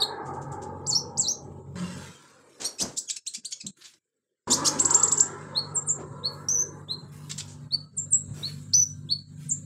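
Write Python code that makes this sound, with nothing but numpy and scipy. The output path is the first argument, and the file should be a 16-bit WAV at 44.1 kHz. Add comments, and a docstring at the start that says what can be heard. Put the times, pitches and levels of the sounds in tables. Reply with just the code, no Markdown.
"""A short reedy chirp opens over a motor hum and a distant roar: a caged sunbird before a tiled wall.
Clear whistles (gliding tones with faint overtones), harsh rasps (rough harmonic voices, some overlapping)
and one fast trill (a repeated upstroke) follow, among feather flicks (grainy noise) and soft thumps.
The hum is a set of wavering harmonics in rumble; roar and hiss are patchy noise.
Roar and hiss swell, fade and twice jump back in."""
import sys
import numpy as np
from scipy import signal
from scipy.fft import rfft, irfft, next_fast_len
from scipy.io import wavfile
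from scipy.ndimage import uniform_filter1d

SR = 44100
rng = np.random.default_rng(int(sys.argv[2]) if len(sys.argv) > 2 else 0)


def dump(signal):
    """Clip the signal to [-1, 1] and save it as 16-bit WAV at the path in sys.argv[1]."""
    limited = np.clip(np.atleast_2d(signal).T, -1, 1)
    pcm = np.round(limited * 32767).astype(np.int16)
    wavfile.write(sys.argv[1], SR, pcm)


N = 425565
TIME = np.arange(N) / SR


def gain_of(db):
    """Logarithmic level: converts decibels to amplitude."""
    return 10 ** (np.asarray(db) / 20)


def evened(x):
    """Power normalisation: scales a signal to rms 1."""
    return x / np.sqrt(np.mean(x ** 2) + 1e-20)


def read(points, hz):
    """Spectral envelope: levels in dB, joined on a log-frequency axis."""
    f, db = np.transpose(points)
    return np.interp(np.log(hz + 1), np.log(f + 1), db)


def curves(rows, t):
    """Piecewise-linear envelopes: every column of a time table at the times t."""
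    s, *columns = np.transpose(rows)
    return [np.interp(t, s, c) for c in columns]


def add(mix, s, sound):
    """Superposition: mixes a sound in at time s."""
    part = mix[max(round(s * SR), 0):][:len(sound)]
    part += sound[:len(part)]


def noise(colour, size):
    """Spectral shaping: white noise filtered to a given spectrum, rms 1."""
    hz = np.fft.rfftfreq(size, 1 / SR)
    spectrum = rfft(rng.standard_normal(size)) * gain_of(read(colour, hz))
    return evened(irfft(spectrum, size))


def wander(rate_hz, size):
    """Low-pass random modulation: smooth chance up to a rate, about rms 1."""
    length = next_fast_len(size + 4096)
    hz = np.fft.rfftfreq(length, 1 / SR)
    spectrum = rfft(rng.standard_normal(length)) / (1 + (hz / rate_hz) ** 4)
    return evened(irfft(spectrum, length))[:size]


def patchy(colour, patch_db, size=14):
    """Nonstationary noise: narrow bands swell and fade on their own."""
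    hz, _, z = signal.stft(rng.standard_normal(N), SR, nperseg=2048, noverlap=1536)
    # size counts the time frames averaged: larger patches change more slowly
    patches = uniform_filter1d(rng.standard_normal(z.shape), size=4, axis=0)
    patches = uniform_filter1d(patches, size=size, axis=1)
    z = z * gain_of(read(colour, hz)[:, None] + patch_db * evened(patches))
    return evened(signal.istft(z, SR, nperseg=2048, noverlap=1536)[1][:N])


def hum(lines_db=-1, rumble_db=-4, waver=.008):
    """Rotating machinery: harmonics of a wavering turning rate, in low rumble."""
    # motor speed: (time [s], mean rate [turns/s])
    motor_speed = [(1.8, 46), (4.4, 49.1)]
    # harmonics: (multiple of the turning rate, relative level [dB])
    hum_lines = [(2, -4), (3, 0), (4, -17.5), (5, -9.5)]
    # rumble spectrum: (frequency [Hz], relative level [dB])
    rumble_colour = [(40, -32), (75, -10), (115, -2.5), (170, -1), (250, -14.5), (330, -21), (600, -51)]
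    # common envelope of lines and rumble, which sinks away in the lull: (time [s], gain [dB])
    hum_level = [(0, -48.5), (.2, -56), (.27, -41.5), (1.24, -44.5), (1.32, -58), (1.43, -44), (1.8, -41.5),
                 (2.05, -47), (2.28, -71), (4.471, -83), (4.475, -41.5), (5.4, -45), (7.8, -44.5),
                 (8.4, -41.5), (9.65, -43)]
    turns = np.cumsum(curves(motor_speed, TIME)[0] * (1 + waver * wander(7.4, N))) / SR
    lines = sum(gain_of(db + 2 * wander(5, N)) * np.sin(2 * np.pi * k * turns) for k, db in hum_lines)
    rumble = patchy(rumble_colour, patch_db=3.0)
    mixture = gain_of(lines_db) * evened(lines) + gain_of(rumble_db) * rumble
    return gain_of(curves(hum_level, TIME)[0]) * mixture


def whines():
    """Narrow-band noise: slow random amplitudes on steady tones, entering as the hum returns."""
    # faint whines: (frequency [Hz], rms level before the dips [dB])
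    whine_lines = [(1567, -76.5), (3898, -78.5), (4334, -81.5)]
    from_s, width_hz = 4.472, 30
    tones = sum(gain_of(db) * evened(wander(width_hz, N) * np.sin(2 * np.pi * hz * TIME))
                for hz, db in whine_lines)
    return tones * (TIME > from_s)


def roar(flutter_db=1.07):
    """Band-wise envelopes: coloured noise jumps in, flutters and fades in three bands."""
    # spectra before and after the change of colour: (frequency [Hz], relative level [dB])
    early_colour = [(140, -32), (230, -5), (315, -6), (423, 0.5), (634, -10), (695, -18.5), (810, -1),
                    (930, -3), (1020, -15), (1280, -10.5), (1470, -20), (1650, -9.5), (1840, -29.5),
                    (2100, -25.5), (2400, -45.5), (3000, -70.5)]
    late_colour = [(140, -23.5), (230, -4), (300, -3.5), (400, -0.5), (600, -6.5), (700, -14.5), (1000, -2),
                   (1170, -7), (1350, -4), (1500, -10.5), (1670, -10.5), (1850, -20), (2100, -23.5),
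                   (2400, -41), (3000, -58.5)]
    # low, middle and upper band: (lower edge [Hz], upper edge [Hz])
    band_edges = [(150, 673), (720, 1395), (1480, 4000)]
    # band envelopes: (time [s], low gain [dB], middle gain [dB], upper gain [dB])
    band_levels = [(0, -40, -34.5, -44), (.85, -44.5, -45.5, -64), (1.754, -51.5, -59, -87),
                   (1.758, -41.5, -49, -52.5), (2.05, -48, -56, -54.5), (2.2, -62, -61, -70),
                   (2.6, -57.5, -70, -71.5), (3.2, -69.5, -80.5, -78), (4.471, -76, -91, -82),
                   (4.473, -34.5, -36.5, -48.5), (5.0, -40.5, -37, -48), (5.35, -45, -46, -48.5),
                   (6.0, -47, -50.5, -64), (6.4, -46, -49.5, -58), (7.15, -57, -60, -69),
                   (8.2, -62, -70, -82.5), (8.4, -60, -63.5, -75), (8.799, -67, -75, -82.5),
                   (9.65, -67.5, -74.5, -85.5)]
    change_s = 1.757
    sound = np.where(TIME < change_s, patchy(early_colour, patch_db=3), patchy(late_colour, patch_db=4.5))
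    roaring = 0
    for edges, db in zip(band_edges, curves(band_levels, TIME)):
        band_pass = signal.butter(4, edges, "bandpass", fs=SR, output="sos")
        roaring = roaring + gain_of(db) * evened(signal.sosfiltfilt(band_pass, sound))
    return roaring * gain_of(flutter_db * wander(11, N))


def hiss(grain_db=1.5):
    """Amplitude-modulated noise: broad hiss swells over a faint floor, beside a thin sizzle."""
    # swells: (time [s], rise [s], hold [s], peak gain [dB], fade [dB/s])
    swells = [(1.755, 0.0025, 0.27, -48, 53), (2.445, 0.095, 0.086, -74.5, 60),
              (3.761, 0.0096, 0.14, -65.5, 204.5), (4.473, 0.003, 0.47, -45, 36.5),
              (6.289, 0.024, 0.053, -70, 143), (7.116, .008, 0.082, -60.5, 40),
              (8.334, 0.038, 0.12, -52, 112.5), (9.371, 0.04, 0.037, -60, 138)]
    # spectra of hiss and sizzle: (frequency [Hz], relative level [dB])
    hiss_colour = [(500, -30), (1400, -1.5), (4500, -4), (8400, -3.5), (9400, -11), (15500, -20)]
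    sizzle_colour = [(3000, -29.5), (4000, -3), (5200, -39.5), (6500, -3), (7600, 8.5), (8900, -3.5),
                     (9500, -33), (15000, -39.5)]
    # weight of the air, the part of the hiss above air_hz: (time [s], gain [dB])
    air_weight = [(1.7, -11.5), (1.76, -10.5), (2.1, -3.5), (2.3, -1.5), (2.58, 5.5), (2.65, 11),
                  (4.3, 4.5), (4.5, -14.5), (5.6, -6.5), (6.2, -8), (6.32, 12), (7.6, 6), (7.9, 4),
                  (8.35, 5)]
    # mean envelope of the treble sizzle: (time [s], gain [dB])
    sizzle_level = [(0, -75), (4.47, -75), (4.48, -54), (5.3, -63), (6.4, -65.5), (7.9, -74), (8.3, -55),
                    (8.9, -64.5), (9.2, -74), (9.45, -60)]
    floor_db, air_hz = -72.5, 9200
    level = gain_of(floor_db)
    for s, rise, hold, db, fade in swells:
        fading_s = np.maximum(TIME - s - rise - hold, 0)
        level = level + np.clip((TIME - s) / rise, 0, 1) * gain_of(db - fade * fading_s)
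    sound = patchy(hiss_colour, patch_db=5.0, size=9)
    body = signal.sosfiltfilt(signal.butter(8, air_hz, fs=SR, output="sos"), sound)
    air = (sound - body) * gain_of(curves(air_weight, TIME)[0])
    broad = (body + air) * level * gain_of(wander(30, N) + grain_db * wander(400, N))
    sizzle_db = curves(sizzle_level, TIME)[0] + 2 * wander(15, N)
    return broad + patchy(sizzle_colour, patch_db=3.5) * gain_of(sizzle_db)


def puff(u):
    """Impulsive envelope: a swell to its peak at u = 1/4, then exponential decay."""
    return 4 * u * np.exp(1 - 4 * u)


def thuds():
    """Low-frequency impulses: soft thumps, likely puffs of air from the wings, swell and die."""
    # thumps: (time [s], time scale, half the duration [s], centre [Hz], level [dB], width [octaves])
    thumps = [(1.735, 0.28, 178.6, -36, 0.049), (2.591, 0.15, 430, -43.5, 1.4),
              (2.796, 0.14, 252, -35, 1.2), (3.372, 0.071, 218, -53, 0.19), (3.637, 0.081, 187, -40, 0.23),
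              (4.489, 0.079, 251, -28.5, 0.11), (5.98, 0.07, 350, -38.5, 0.62),
              (8.278, 0.1, 129, -37, 0.26), (8.36, 0.14, 190, -44.5, 0.84)]
    out = np.zeros(N)
    bands_hz = np.geomspace(20, 20000, num=200)
    for s, length, hz, db, width in thumps:
        u = np.arange(0, 2, 1 / (length * SR))
        resonance_db = -20 * np.log10(1 + (np.log2(bands_hz / hz) / width) ** 2)
        colour = np.transpose([bands_hz, resonance_db - (bands_hz / 1000) ** 2])
        add(out, s, gain_of(db) * noise(colour, len(u)) * puff(u))
    return out


def flicks(grain_db=3, knee_hz=6000):
    """Friction noise: feathers brush in short grainy swishes; a whole wing adds the lower part."""
    # flicks: (time [s], time scale, half the duration [s], level [dB], weight of the low swish [dB])
    swishes = [(0.252, 0.056, -55.5, -21), (0.332, 0.05, -57.5, -23), (0.414, 0.038, -54, -22),
               (0.515, 0.041, -49.5, -28), (0.617, 0.037, -48.5, -18), (2.597, 0.092, -38.5, -10.5),
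               (2.804, 0.16, -48, -14), (3.807, 0.045, -53, 0), (3.837, 0.058, -46.5, -5.5),
               (3.936, 0.012, -54.5, -3), (5.993, 0.05, -61.5, -3), (6.487, 0.015, -38, -23.5),
               (7.294, 0.032, -39.5, -10), (7.311, 0.014, -30.5, -10), (7.378, 0.023, -33, -15),
               (7.397, 0.015, -35.5, -15), (7.403, 0.016, -38, -4), (7.47, 0.087, -49.5, -16)]
    # feather spectrum: (frequency [Hz], relative level before the low weight [dB])
    feather_colour = [(300, -20), (1200, 1), (2500, 7), (4500, 11.5), (7500, 4), (8800, -6), (9800, -17.5),
                      (15000, -31)]
    out = np.zeros(N)
    for s, length, db, low_db in swishes:
        u = np.arange(0, 2, 1 / (length * SR))
        colour = [(hz, level + low_db * (hz < knee_hz)) for hz, level in feather_colour]
        swish = evened(noise(colour, len(u)) * gain_of(grain_db * wander(590, len(u))))
        add(out, s, gain_of(db) * swish * puff(u))
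    return out


def syrinx(hz, jitter):
    """Frequency modulation: phase of a membrane whose pitch glides and trembles."""
    pitch = uniform_filter1d(hz, size=110, mode="nearest") * (1 + jitter)
    return 2 * np.pi * np.cumsum(pitch) / SR, pitch


def gate(t, edge_s=0.0015):
    """Smooth onset and offset: the air valve opens and shuts softly."""
    edge = np.clip(np.minimum(t - t[0], t[-1] - t) / edge_s, 0, 1)
    return np.sin(np.pi / 2 * edge) ** 2


def sag(t):
    """Pressure-dependent pitch: a factor that droops as the note's air is cut off."""
    cut_s, cut_share = 0.0021, 0.054
    return 1 - cut_share * np.exp((t - t[-1]) / cut_s)


def arch(u, peak, onset_db, end_db):
    """Level envelope in dB over a note (u from 0 to 1): it swells to its peak and eases off."""
    peak = np.clip(peak, .05, .95)
    swell_db = onset_db * abs(1 - u / peak) ** 1.5
    ease_db = end_db * abs((u - peak) / (1 - peak)) ** 1.5
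    return np.where(u < peak, swell_db, ease_db)


def rasps(jitter=0.12, slope_db=-7, shimmer=1.0, doubling=1.3):
    """Source and filter: chaotic vibration smears harmonics under the throat's peak near 7.5 kHz."""
    # one row a voice; the two sides of the syrinx may overlap:
    # (time [s], length [s], start pitch [Hz], end pitch [Hz], lateness of the sweep [1 = even],
    #  relative level [dB], loudest at [share of length], roughness at the start [0-1])
    sweeps = [(2.64, 0.039, 3520, 4555, 0.36, -25, 0.28, 0.29),
              (2.647, 0.028, 4900, 5740, 0.31, -23, 0.55, 0.049),
              (2.783, 0.036, 2530, 6690, 2.5, -25, 0.69, 0.41),
              (2.797, 0.033, 2800, 6500, 1.7, -19, 0.98, 0.35),
              (2.963, 0.041, 3410, 6570, 1.42, -28.5, 0.3, 0.48),
              (2.97, 0.024, 4110, 8140, 0.76, -22, 0.75, .08),
              (3.074, 0.023, 3380, 2230, 3.2, -30, .8, 0.088),
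              (3.095, 0.016, 2186, 2590, 1, -27, 0.34, 0.76),
              (3.103, 0.013, 2880, 4030, 0.7, -22, .5, 0.17),
              (3.161, .013, 1985, 2710, 0.89, -26.5, 0.49, 0.87),
              (3.263, 0.022, 2350, 4340, 0.73, -24, 0.66, 0.1),
              (3.336, 0.022, 2234, 2335, 0.89, -27.5, 0.86, 1),
              (3.353, 0.013, 2130, 3320, 0.99, -34.5, 0.36, .3),
              (3.446, 0.022, 2450, 4750, 0.61, -27.5, 0.42, 0.12),
              (3.508, 0.026, 2220, 2240, 1.1, -31.5, .7, 0.87),
              (3.523, 0.012, 2130, 3440, 0.68, -24.5, 1, .08),
              (3.6, 0.018, 2660, 1870, 2.1, -32.5, 0.63, 0.17),
              (3.664, 0.01, 2580, 4270, 0.6, -24.5, 0.39, 0.16),
              (4.5, 0.027, 4330, 6320, 0.84, -22, 0.56, .15),
              (4.5, 0.042, 3546, 6760, 3.2, -15.5, 0.45, 0.31),
              (4.504, .045, 3270, 6900, 2.2, -16.5, 1, .2),
              (4.643, 0.045, 2750, 6940, 1.72, -19, 0.78, 0.36),
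              (4.647, 0.028, 4470, 7980, 1.4, -19, 0.551, 0.2),
              (4.650, 0.039, 3096, 6850, 2.2, -16, 1, 0.54),
              (4.786, 0.014, 2560, 4580, 1.4, -25.5, 0.72, 0.44),
              (5.11, 0.013, 3500, 3910, 1.3, -28.5, 0.64, 0.74),
              (8.725, 0.016, 3580, 4580, 1.74, -38.5, 1, 0.45)]
    # throat resonance: (frequency [Hz], relative level [dB])
    throat_colour = [(1500, -44), (2500, -4.5), (3300, -5), (4200, 0.5), (5500, 3.5), (7500, 8),
                     (8800, -0.5), (9600, -9), (12000, -15), (15500, -20.5)]
    onset_db, end_db, clearing = -15.5, -10, 0.66  # clearing: share of roughness lost on the way
    out = np.zeros(N)
    k = np.arange(2, 11)[:, None] / 2  # harmonics 1 to 5 and the lines halfway between
    for s, length, start_hz, end_hz, lateness, level_db, peak, roughness in sweeps:
        t = np.arange(0, length, 1 / SR)
        u = t / length
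        hz = start_hz + (end_hz - start_hz) * np.sin(np.pi / 2 * u ** lateness) ** 2
        db = level_db + arch(u, peak, onset_db, end_db)
        rough = roughness * (1 - clearing * u)
        phase, _ = syrinx(hz, jitter * rough * wander(1600, len(t)))
        tilt_db = slope_db * np.maximum(k - 2, 0) * (1 - rough)
        weight = gain_of(read(throat_colour, k * hz) + tilt_db) * (k * hz < SR / 2)
        # strong and weak cycles alternate in a rough voice, adding the halfway lines
        weight = weight * np.where(k % 1 > 0, np.clip(doubling * rough, 0, 1), 1)
        voice = (weight * np.sin(k * phase)).sum(0) / np.linalg.norm(weight, axis=0)
        unsteady = 1 + shimmer * rough * wander(900, len(t))
        add(out, s, voice * unsteady * gain_of(db) * gate(t))
    return out


def clear_note(t, hz, db, bright_db=0, tremble=0.0072, flutter_db=1.68, strain=0.046):
    """Harmonic series: a nearly pure tone, made unsteady by a fast upward glide."""
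    # overtone levels, from the fundamental up [dB]
    overtones_db = (-3.5, -29.5, -38)
    # the beak passes little of the highest overtones: (frequency [Hz], gain [dB])
    beak_colour = [(9000, -2.5), (12300, -5.5), (13300, -9), (14200, -26), (15500, -21.5)]
    climb = np.clip(np.gradient(np.log(hz)) * SR / 30, 0, 1)
    phase, pitch = syrinx(hz, (tremble + strain * climb) * wander(620, len(t)))
    tone = 0
    for k, level in enumerate(overtones_db, 1):
        weight = gain_of(level + bright_db * (k > 1) + read(beak_colour, k * pitch))
        tone = tone + weight * np.sin(k * phase) * (k * pitch < SR / 2)
    return tone * gain_of(db + flutter_db * wander(200, len(t))) * gate(t)


def trill(reedy_db=14):
    """Rapid frequency modulation: one quick upstroke repeated, with a reedy low start."""
    # chips: (time [s], length [s], top pitch [Hz], end pitch [Hz], relative level [dB])
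    chips = [(4.792, 0.03, 7750, 10200, -9.5), (4.847, 0.02, 7970, 7570, -4),
             (4.9, 0.025, 7670, 8900, -10.5), (4.938, 0.03, 7510, 7150, -6),
             (4.989, 0.027, 7800, 8000, -18.5), (5.026, 0.029, 7810, 7270, -7.5),
             (5.076, 0.021, 7620, 7300, -12), (5.116, 0.026, 7870, 7900, -9),
             (5.170, 0.027, 7600, 5940, -14.5), (5.198, .02, 7730, 7700, -4.5)]
    # upstroke of every chip: (time from its start [s], share of the top pitch, relative level [dB])
    upstroke = [(0, .45, -23), (.003, .65, -17), (.0065, .86, -5.5), (.0098, .955, 5), (.0135, 1, -1),
                (.024, .99, -2)]
    hook_s, hook_db = 0.012, -13.5  # a chip hooks to its end pitch, fading as it goes
    out = np.zeros(N)
    for s, length, top_hz, end_hz, level_db in chips:
        t = np.arange(upstroke[0][0], length, 1 / SR)
        share, db = curves(upstroke, t)
        hook = np.clip(1 - (length - t) / hook_s, 0, 1)
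        hz = top_hz * share + (end_hz - top_hz * share) * hook ** 2
        chip = clear_note(t, hz, level_db + db + hook_db * hook,
                          bright_db=2 * reedy_db * (1 - share), tremble=.004, strain=.008)
        add(out, s + t[0], chip)
    return out


def upslurs():
    """Resonance: the pitch climbs, rings out where it meets the throat's resonance, then droops."""
    # rising notes: (time [s], length [s], start pitch [Hz], top pitch [Hz], level before the ring [dB],
    #  swell peaks at [share of length])
    rising_notes = [(5.548, 0.05, 3420, 4380, -17, 0.5), (6.232, 0.044, 3570, 4440, -21.5, 0.52),
                    (6.883, 0.054, 3360, 4194, -19, 0.67), (7.707, 0.044, 3630, 4526, -19.5, 0.86),
                    (8.427, 0.05, 3580, 4410, -24, 0.18), (9.089, 0.04, 3210, 4457, -16, 0.99)]
    crest, swell_db, ease_db = 0.86, -22.5, -6  # tops out at this share; level at start and end
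    ring_hz, ring_width_hz, ring_peak_db = 4410, 190, 5.5
    out = np.zeros(N)
    for s, length, start_hz, top_hz, db, peak in rising_notes:
        t = np.arange(0, length, 1 / SR)
        climb = np.sin(np.pi / 2 * t / length / crest)
        hz = (start_hz + (top_hz - start_hz) * climb) * sag(t)
        ring_db = ring_peak_db / (1 + ((hz - ring_hz) / ring_width_hz) ** 2)
        level = db + ring_db + arch(t / length, peak, swell_db, ease_db)
        add(out, s, clear_note(t, hz, level, tremble=0.004, strain=.008))
    return out


def downslurs():
    """Coupled pitch and level: a thin high start dives, gains strength, catches and rebounds."""
    # falling notes: (time [s], length [s], wait before the dive [s], start pitch [Hz],
    #  bottom pitch [Hz], end pitch [Hz], relative level [dB], change of level at the bottom [dB])
    falling_notes = [(5.744, 0.038, 0.002, 9570, 7350, 7420, -12, -4),
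                     (5.864, 0.054, 0.012, 9020, 6780, 7470, -13.5, -4),
                     (7.966, 0.035, 0.00016, 9380, 7280, 7380, -12.5, -3),
                     (8.105, 0.057, 0.011, 9080, 7430, 7770, -10.5, 2),
                     (9.486, 0.043, 0.003, 9570, 6230, 7440, -12, -21)]
    dive_s, thin_db = .018, -28.5  # length of the dive; relative level at the thin start
    catch_s = 0.0045  # the voice catches this long around the bottom
    out = np.zeros(N)
    for s, length, wait, start_hz, bottom_hz, end_hz, db, catch_db in falling_notes:
        t = np.arange(0, length, 1 / SR)
        bottom_s = wait + dive_s
        dive = np.clip((t - wait) / dive_s, 0, 1)
        rebound = np.sin(np.pi / 2 * np.clip((t - bottom_s) / (length - bottom_s), 0, 1))
        hz = start_hz + (bottom_hz - start_hz) * dive + (end_hz - bottom_hz) * rebound
        caught_db = catch_db * np.exp(-((t - bottom_s) / catch_s) ** 2)
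        level = db + arch(t / length, bottom_s / length, thin_db, 0) + caught_db
        add(out, s, clear_note(t, hz, level, bright_db=-8, tremble=0.0012))
    return out


def held_notes():
    """Vibrato: an accented scoop up to a held pitch that wavers periodically."""
    # level whistles: (time [s], length [s], scoop's start pitch [Hz], held pitch [Hz],
    #  vibrato depth [Hz], relative level [dB])
    level_whistles = [(6.485, .143, 5750, 6067, 190, -16.5), (8.734, 0.098, 4400, 6010, 7.4, -10)]
    accent_db, accent_s, vibrato_hz = 4, 0.014, 11.5
    scoop_s, scoop_db_per_hz = 0.007, .003  # weaker while under its pitch
    out = np.zeros(N)
    for s, length, start_hz, held_hz, depth_hz, db in level_whistles:
        t = np.arange(0, length, 1 / SR)
        under_hz = (held_hz - start_hz) * np.exp(-(t / scoop_s) ** 2)
        vibrato = depth_hz * np.cos(2 * np.pi * vibrato_hz * t)
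        hz = (held_hz - under_hz - vibrato) * sag(t)
        level = db + accent_db * np.exp(-t / accent_s) - scoop_db_per_hz * under_hz
        add(out, s, clear_note(t, hz, level, bright_db=-3.0, tremble=0.003))
    return out


def slurred(contour, bright_db):
    """Continuous glide: one note that follows its own contour of pitch and level."""
    out = np.zeros(N)
    t = np.arange(contour[0][0], contour[-1][0], 1 / SR)
    add(out, t[0], clear_note(t, *curves(contour, t), bright_db=bright_db))
    return out


def warbles():
    """Pitch contours: the chirp is reedy by strong overtones; the swoops leap, dive and climb again."""
    # opening chirp: (time [s], pitch [Hz], relative level [dB])
    chirp_contour = [(0, 3800, -28.5), (.007, 4740, -23.5), (.015, 4430, -16.5), (.02, 3800, -14),
                     (.027, 3750, -13.5), (.034, 4310, -12.5), (.045, 3770, -34)]
    # one list a swoop: (time [s], pitch [Hz], relative level [dB])
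    swoop_contours = [
        [(.864, 3760, -27.5), (.874, 7930, -22.5), (.902, 7180, -14.5), (.917, 4720, -27.5),
         (.934, 4320, -11.5), (.948, 4420, -23), (.954, 5360, -12.5), (.97, 5640, -16), (.995, 6180, -26)],
        [(1.172, 4610, -25), (1.186, 8100, -18.5), (1.198, 7550, -10.5), (1.209, 7140, -15),
         (1.222, 4670, -30.5), (1.26, 3850, -22.5), (1.274, 4260, -21.5), (1.287, 5680, -13),
         (1.322, 6540, -20.5)],
    ]
    swoops = sum(slurred(contour, bright_db=0.5) for contour in swoop_contours)
    return slurred(chirp_contour, bright_db=11.5) + swoops


def room(x, scatter_db=-12, tail_db=-10.0, tail_t60=0.24):
    """Impulse response: hard echoes, a quick scatter from the wall corner and a duller tail."""
    # reflections from cage tray and wall: (delay [s], level [dB])
    reflections = [(.0013, -23), (.0029, -19.5), (.0047, -10), (.0078, -14.5)]
    t = np.arange(SR * 3 // 4) / SR
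    scatter = rng.standard_normal(len(t)) * gain_of(-60 * t / .09) * (t > .002)
    tail = noise([(4000, 0.5), (7500, 0), (13000, -3.5)], len(t))  # (frequency [Hz], level [dB])
    tail = tail * gain_of(-60 * t / tail_t60) * (t > .006)
    response = gain_of(scatter_db) * scatter / np.linalg.norm(scatter)
    response = response + gain_of(tail_db) * tail / np.linalg.norm(tail)
    for delay, db in reflections:
        add(response, delay, gain_of([db]))
    return x + signal.fftconvolve(x, response)[:N]


def scene(whistle_db=0, trill_db=0, rasp_db=-1):
    """Superposition: the bird in its corner over hum, roar, whines and hiss, with a few hushes."""
    # all sound drops away between rasps: (from [s], to [s], depth [dB])
    hushes = [(3.195, 3.256, -12), (3.403, 3.437, -10), (3.709, 3.77, -11.5), (3.989, 4.465, -10.5)]
    # the background dips briefly: (time [s], half-width [s], depth before weighting [dB])
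    dips = [(1.64, .035, -6), (6.865, 0.017, -7.5), (7.08, 0.021, -1), (7.7, 0.017, -11.5),
            (7.91, 0.056, -12.5), (9.257, 0.039, -10.5)]
    whistles = warbles() + upslurs() + downslurs() + held_notes()
    voice = gain_of(whistle_db) * whistles + gain_of(trill_db) * trill() + gain_of(rasp_db) * rasps()
    hush_db = sum(1.0 * db * (TIME > start) * (TIME < end) for start, end, db in hushes)
    hush_db = uniform_filter1d(hush_db, size=300)
    dip_db = sum(db * np.exp(-((TIME - s) / width) ** 2) for s, width, db in dips)
    # the hiss dips less than the rest
    background = (hum() + roar() + whines()) * gain_of(1.02 * dip_db) + hiss() * gain_of(0.26 * dip_db)
    return ((room(voice + flicks()) + thuds() + background) * gain_of(hush_db))[None]


def suppress(x, threshold_db=-86, slope=0.88):
    """Downward expansion: a noise suppressor turns down bands already faint, cutting tails short."""
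    z = signal.stft(x, SR, nperseg=512, noverlap=384)[2]
    power = uniform_filter1d(uniform_filter1d(abs(z) ** 2, size=5, axis=-2), size=5, axis=-1)
    under_db = threshold_db - 10 * np.log10(abs(power) + 1e-16)
    cut_db = np.clip(slope * under_db, 0, 14)
    return signal.istft(z * gain_of(-cut_db), SR, nperseg=512, noverlap=384)[1][:, :N]


def record(dry):
    """Linear-phase filtering: noise suppression, then the recorder's band limit."""
    edge_hz = 15750
    band_limit = signal.firwin(511, edge_hz, window=("kaiser", 9), fs=SR)
    return signal.oaconvolve(suppress(dry), band_limit[None], "same")


dry = scene()
out = record(dry)
dump(out)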